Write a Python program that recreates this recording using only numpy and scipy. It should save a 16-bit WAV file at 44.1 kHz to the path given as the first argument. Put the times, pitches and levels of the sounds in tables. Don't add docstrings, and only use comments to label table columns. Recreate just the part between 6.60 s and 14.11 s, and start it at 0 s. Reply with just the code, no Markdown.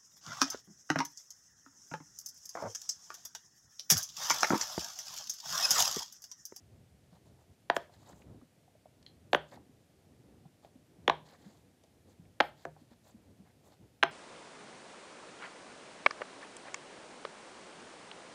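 import sys
import numpy as np
from scipy import signal
from scipy.fft import rfft, irfft
from scipy.io import wavfile
from scipy.ndimage import uniform_filter1d

SR = 44100
rng = np.random.default_rng(int(sys.argv[2]) if len(sys.argv) > 2 else 0)


def wrap_up_sound(samples):
    columns = np.atleast_2d(samples).T
    tamed = np.clip(columns, -1, 1)
    steps = np.round(tamed * 32767).astype(np.int16)
    wavfile.write(sys.argv[1], SR, steps)


N = 331191


def amp(db):
    return 10 ** (np.asarray(db) / 20)


def evened(x):
    return x / np.sqrt(np.mean(x ** 2) + 1e-20)


def smooth_noise(count, size):
    once = uniform_filter1d(rng.standard_normal(count), size=size)
    return evened(uniform_filter1d(once, size=size))


def read(points, hz):
    f, value = np.transpose(points)
    return np.interp(np.log(hz + 1), np.log(f + 1), value)


def add(mix, start_s, sound):
    part = mix[round(start_s * SR):][:len(sound)]
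    part += sound[:len(part)]


def ring(t, hz, t60_s, rise_s):
    decay = amp(-60 * t / t60_s)
    soft_start = 1 - np.exp(-t / rise_s)
    return decay * soft_start * np.sin(2 * np.pi * hz * t)


def band(low_hz, high_hz):
    sos = signal.butter(2, [low_hz, high_hz], "bandpass", fs=SR, output="sos")
    return evened(signal.sosfilt(sos, rng.standard_normal(N)))


def air():
    # pitch_hz, relative_level_db
    air_colour = [(18, -45), (30, -25), (70, -4.5), (138, -0.5), (275, -5), (339, -15.5), (387, -11.5),
                  (709, -10.5), (1030, -22.5), (1830, -19.5), (9900, -26), (14700, -31.5), (16300, -56)]
    level_db = -69.5
    white = rfft(rng.standard_normal(N))
    gain = amp(read(air_colour, np.fft.rfftfreq(N, 1 / SR)))
    return amp(level_db) * evened(irfft(white * gain, N))


def rumble():
    # time_s, deep_level_db (65-130 Hz), low_level_db (70-380 Hz)
    course = [(0.0, -63, -71.5), (0.94, -73, -73.5), (1.67, -63.5, -64), (1.84, -86, -68.5),
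              (2.17, -76.5, -76), (2.94, -71, -66.5), (3.11, -72, -69.5), (4.66, -73, -66.5),
              (5.43, -72, -71), (5.68, -71, -68.5), (6.39, -72.5, -70), (7.5, -71.5, -70.5)]
    # middle_s, half_length_s, deep_level_db, low_level_db (same bands)
    leans = [(0.146, 0.135, -66, -71), (0.34, 0.038, -67.5, -98), (0.73, 0.17, -69, -76),
             (0.916, 0.043, -62, -68.5), (1.404, 0.07, -67, -77), (1.502, 0.1, -71, -68),
             (1.735, 0.13, -59.5, -64.5), (2.496, .14, -70, -70.5), (2.966, 0.083, -72, -62.5),
             (3.698, 0.19, -68, -69.5), (4.464, 0.1, -65.5, -60.5), (4.896, .14, -66.5, -61.5),
             (5.486, 0.054, -66.5, -67.5), (5.664, 0.08, -59.5, -69.5), (6.695, 0.058, -64, -67),
             (6.816, 0.056, -67.5, -64.5), (7.23, 0.049, -62, -63)]
    lump_db, lump_s = 2, 0.086
    times, *columns = np.transpose(course)
    deep, low = (amp(np.interp(np.arange(N) / SR, times, column)) for column in columns)
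    for middle_s, half_s, deep_db, low_db in leans:
        swell = np.hanning(round(2 * half_s * SR))
        add(deep, middle_s - half_s, amp(deep_db) * swell)
        add(low, middle_s - half_s, amp(low_db) * swell)
    lumps = amp(lump_db * smooth_noise(N, round(lump_s * SR)))
    return lumps * (deep * band(65, 130) + low * band(70, 380))


def rub():
    # start_s, length_s, dull_level_db, hiss_level_db (at its brightest), brightest_hz
    slides = [(0.508, .087, -66.5, -76.5, 3470), (0.65, .048, -71, -76, 5000),
              (.769, .081, -68.5, -84, 7000), (1.142, .042, -53, -61.5, 8000),
              (1.157, 0.13, -85, -66, 1790), (1.306, 0.072, -70, -69, 3000),
              (1.364, 0.14, -68, -74.5, 4500), (1.457, 0.086, -59, -67.5, 4870),
              (1.52, 0.13, -69, -76, 7000), (2.714, 0.06, -71.5, -64, 12000),
              (2.872, 0.044, -76, -75, 4930), (2.906, 0.069, -59, -61, 2500),
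              (4.015, 0.074, -68.5, -74, 3000), (4.64, 0.084, -65.5, -67, 2900),
              (4.697, 0.077, -62, -67, 2750), (4.759, 0.17, -71, -70.5, 2980),
              (4.861, 0.18, -74.5, -75.5, 5000), (5.469, 0.075, -75, -76, 5420),
              (5.801, 0.11, -74, -74, 11800), (5.955, 0.12, -72.5, -69.5, 3480),
              (6.17, 0.064, -76, -77.5, 4030), (6.30, 0.051, -68, -72.5, 2770),
              (6.431, 0.097, -67.5, -69.5, 5520), (6.839, 0.091, -72, -76, 2000),
              (7.026, 0.087, -69, -76, 7020), (7.092, 0.07, -68.5, -76.5, 4000)]
    # low_hz, high_hz
    skin_bands = [(450, 950), (1500, 2100), (3200, 4900), (6200, 7900), (9000, 15000)]
    hiss_db_per_octave = 7.5
    waver_db, grain_db = 3.3, 0.83
    wavers = []
    for _ in skin_bands:
        slow = evened(uniform_filter1d(rng.standard_normal(N), size=250))
        wavers.append(amp(waver_db * slow))
    grain = amp(grain_db * evened(uniform_filter1d(rng.standard_normal(N), size=90)))
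    parts = np.array(wavers) * np.array([band(*edges) for edges in skin_bands])
    centres = np.sqrt(np.prod(skin_bands[1:], axis=1))
    out = np.zeros(N)
    for start_s, length_s, dull_db, hiss_db, bright_hz in slides:
        piece = parts[:, round(start_s * SR):round((start_s + length_s) * SR)]
        octaves_away = abs(np.log2(centres / bright_hz))
        levels = amp(np.r_[dull_db, hiss_db - hiss_db_per_octave * octaves_away])
        swell = np.sin(np.linspace(0, np.pi, piece.shape[1]))
        add(out, start_s, levels @ piece * swell)
    return grain * out


def room(x):
    # pitch_hz, t60_s (time to fall by 60 dB)
    echo_times = [(150, 0.2), (400, .35), (900, 0.26), (2000, 0.23), (3300, 0.29), (5000, 0.3),
                  (7000, 0.19), (12000, 0.56)]
    # pitch_hz, relative_level_db
    echo_colour = [(100, -5.5), (400, -1.5), (1500, 0), (2400, -0.5), (4000, -2.5), (5200, -3),
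                   (7000, -7.5), (12000, -10.5)]
    taps = np.zeros(SR // 2)
    at = np.arange(200, len(taps) - 20, 20)
    at = at + rng.integers(0, 20, len(at))
    taps[at] = rng.choice([-1., 1.], len(at))
    hz, t, spectrum = signal.stft(taps, SR, nperseg=256)
    level_db = read(echo_colour, hz)[:, None] - 60 * t / read(echo_times, hz)[:, None]
    tail = signal.istft(spectrum * amp(level_db), SR, nperseg=256)[1]
    return signal.fftconvolve(x, tail / np.linalg.norm(tail))[:N]


def board(x):
    # pitch_hz, relative_level_db, t60_s
    board_modes = [(69.5, -16, 0.39), (154, -21, 0.62), (319.5, -30.5, 0.11), (387, -27.5, 0.094),
                   (524, -32, 0.15), (690, -29.5, 0.11), (922, -31.5, 0.17)]
    t = np.arange(SR // 2) / SR
    modes = sum(amp(db) * ring(t, hz, t60_s, 0.0086) for hz, db, t60_s in board_modes)
    return signal.fftconvolve(x, amp(-25.0) * modes)[:N]


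def chink(db, buzz_db, buzz_t60_s):
    # pitch_hz, relative_level_db, t60_s
    tick_modes = [(3236, 1.5, 0.0134), (4160, 5, 0.012), (2100, -2.5, 0.0065), (6780, -10, 0.0054)]
    t = np.arange(6000) / SR
    drive = amp(buzz_db - 60 * t / buzz_t60_s) * rng.standard_normal(len(t)) / 10
    drive[0] = 1
    modes = sum(amp(level) * ring(t, hz, t60_s, 0.00028) for hz, level, t60_s in tick_modes)
    return amp(db) * signal.fftconvolve(drive, modes)[:len(t)]


def touch(db, hz):
    t60_at_1khz_s, shortens = 0.038, 0.47
    pure_hz = 895
    t = np.arange(4000) / SR
    t60_s = t60_at_1khz_s * (hz / 1000) ** -shortens
    thin = hz ** 2 / (hz ** 2 + pure_hz ** 2)
    tone = ring(t, hz, t60_s, .6 / hz)
    colour = ring(t, hz, (2.5 + 9 * (1 - thin)) / hz, 0.38 / hz)
    puff = signal.fftconvolve(rng.standard_normal(len(t)), colour)[:len(t)]
    sound = tone + (.35 + 1.3 * thin) * evened(puff) * amp(-60 * t / t60_s)
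    return amp(db) * sound / abs(sound).max()


def pop(db, slowness, thump_db, cup_db, rim_db, fizz_db, crown_hz, crown_db):
    # pitch_hz, relative_level_db, lag_ms (at slowness 1)
    flip_shape = [(60, -41, 12), (202, -17.5, 11), (376, -7.5, 7.), (554, -6.5, 4.1), (925, 1.5, 4.5),
                  (1360, -7, 4.9), (1680, -0.5, 3.4), (2460, -13.5, 3.1), (3250, -11.5, 3.3),
                  (4010, -19, 2.5), (5030, -32.5, 4.5), (6140, -32, 3.7), (8330, -48.5, 3.8),
                  (16000, -57.5, 3.2)]
    part_centres = [330, 800, 1680, 3250, 6500, 12000]
    # pitch_hz (before a chance detune), relative_level_db, t60_s
    cup_modes = [(650, -39.5, 0.057), (850, -39, .025), (1750, -36, 0.015), (3340, -36, 0.014),
                 (5600, -45, 0.011)]
    fade_in_s = .0024
    notch_db = 4.5
    crack_share = .5
    crown_cycles = 12
    hz, t = np.fft.rfftfreq(4096, 1 / SR), np.arange(4096) / SR
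    f, level_db, lag_ms = np.transpose(flip_shape)

    parts_db = [thump_db, 0, cup_db, rim_db, crack_share * fizz_db, fizz_db]
    colour_db = read(np.c_[f, level_db], hz) + read(np.c_[part_centres, parts_db], hz)
    colour_db += notch_db * np.clip(hz / 5000, 0, 1) * smooth_noise(len(hz), 36)

    stretched_ms = lag_ms[-1] + slowness * (lag_ms - lag_ms[-1])
    lag_s = read(np.c_[f, stretched_ms], hz) / 1000
    ragged = np.clip(hz / 7000, 0, 1) ** 3 * 1.1 * smooth_noise(len(hz), 40)
    phase = -2 * np.pi * np.cumsum(lag_s) * hz[1] + ragged + np.pi / 5
    flip = irfft(amp(colour_db) * np.exp(1j * phase))

    wobble = np.zeros(len(t))
    for mode_hz, mode_db, t60_s in cup_modes:
        detune = 1 + 0.067 * rng.standard_normal()
        wobble += amp(mode_db) * ring(t, mode_hz * detune, t60_s, 0.00064)
    wobble += amp(crown_db) * ring(t, crown_hz, crown_cycles / crown_hz, 0.00055)
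    sound = flip + signal.fftconvolve(flip, wobble)[:len(t)]
    sound *= np.minimum(t / fade_in_s, 1) ** 2
    return amp(db) * sound[:3000] / abs(sound).max()


def scene():
    # start_s, peak_db,
    # slowness (factor), thump_db, cup_db, rim_db, fizz_db, crown_hz, crown_db,
    # knock_db (into the table, relative to the direct sound)
    presses_and_knock = [(1.0972, -8.5, .85, -.6, -0.9, -1.5, -1.5, 1040, -32.5, -6.5),
                         (1.1628, -15, 1.05, 0.7, -3.7, -5, 18, 620, -30, -4),
                         (2.729, -11.5, 1.13, 0, -6.5, -1.5, 0, 756, -30.5, 2),
                         (2.7448, -10, 1.1, 1.7, -2.5, 4, -4.5, 554.6, -34.5, -5.5),
                         (4.4762, -10, 1.1, 2.1, -4, 0.8, 3, 505, -34, 2),
                         (4.4948, -10, .85, -3.5, -1, 2, 4, 1133, -22, -1.5),
                         (5.8005, -9, 1.01, 5.5, 2.5, 0, 9, 840, -35.5, -3.5),
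                         (5.8044, -10, .977, 1, 1.5, 6.5, 3, 900, -37, -1),
                         (6.0496, -28, .93, 5.5, -3, -9.5, 7, 725, -27, 10.5),
                         (7.4258, -7, .883, 4, 7, 14.5, 8.5, 1656, -24, -10),
                         (7.431, -8.5, 1.08, -7, -2.5, -1, 9, 400, -32, 0.5)]
    # start_s, peak_db, pitch_hz
    taps = [(.523, -52.5, 180), (1.294, -50.5, 690), (1.530, -53, 1090), (1.531, -52, 160),
            (1.619, -52.5, 2200), (1.813, -60, 1274), (1.821, -47.5, 252), (2.078, -58, 740),
            (2.152, -54.5, 600), (2.256, -46, 627), (2.4276, -54, 4450), (2.973, -47.5, 810),
            (3.093, -52, 250.6), (3.853, -55, 774), (3.855, -47.5, 152), (4.047, -44.5, 660),
            (4.047, -56.5, 2470), (4.155, -49, 256), (4.387, -53, 174), (4.843, -60, 1670),
            (4.861, -46.5, 207), (5.237, -55, 5000), (5.238, -56, 634), (5.594, -47, 170),
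            (5.654, -60.5, 2220), (6.164, -52, 778), (6.215, -51.5, 250), (6.315, -49, 241),
            (6.542, -47.5, 229), (6.797, -49, 193), (7.199, -52, 182)]
    # start_s, level_db, buzz_db (before a cut to a tenth), buzz_t60_s
    ticks = [(2.4640, -44, -11.5, 0.15)]
    direct, into_table, touches = np.zeros((3, N))
    for start_s, *row, knock_db in presses_and_knock:
        sound = pop(*row)
        add(direct, start_s, sound)
        add(into_table, start_s, amp(knock_db) * sound)
    for start_s, *row in taps:
        add(touches, start_s, touch(*row))
    for start_s, *row in ticks:
        add(touches, start_s, chink(*row))
    near = direct + touches
    echoes = amp(-19) * room(near)
    mix = near + board(into_table) + echoes + rub() + rumble() + air()
    return mix[None]


def record(dry):
    bass_cut_hz, edge_hz = 55, 15650
    thin = signal.sosfilt(signal.butter(2, bass_cut_hz, "highpass", fs=SR, output="sos"), dry)
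    treble_cut = signal.firwin(255, edge_hz, window=("kaiser", 9), fs=SR)
    return signal.oaconvolve(thin, treble_cut[None], "same")


dry = scene()
out = record(dry)
wrap_up_sound(out)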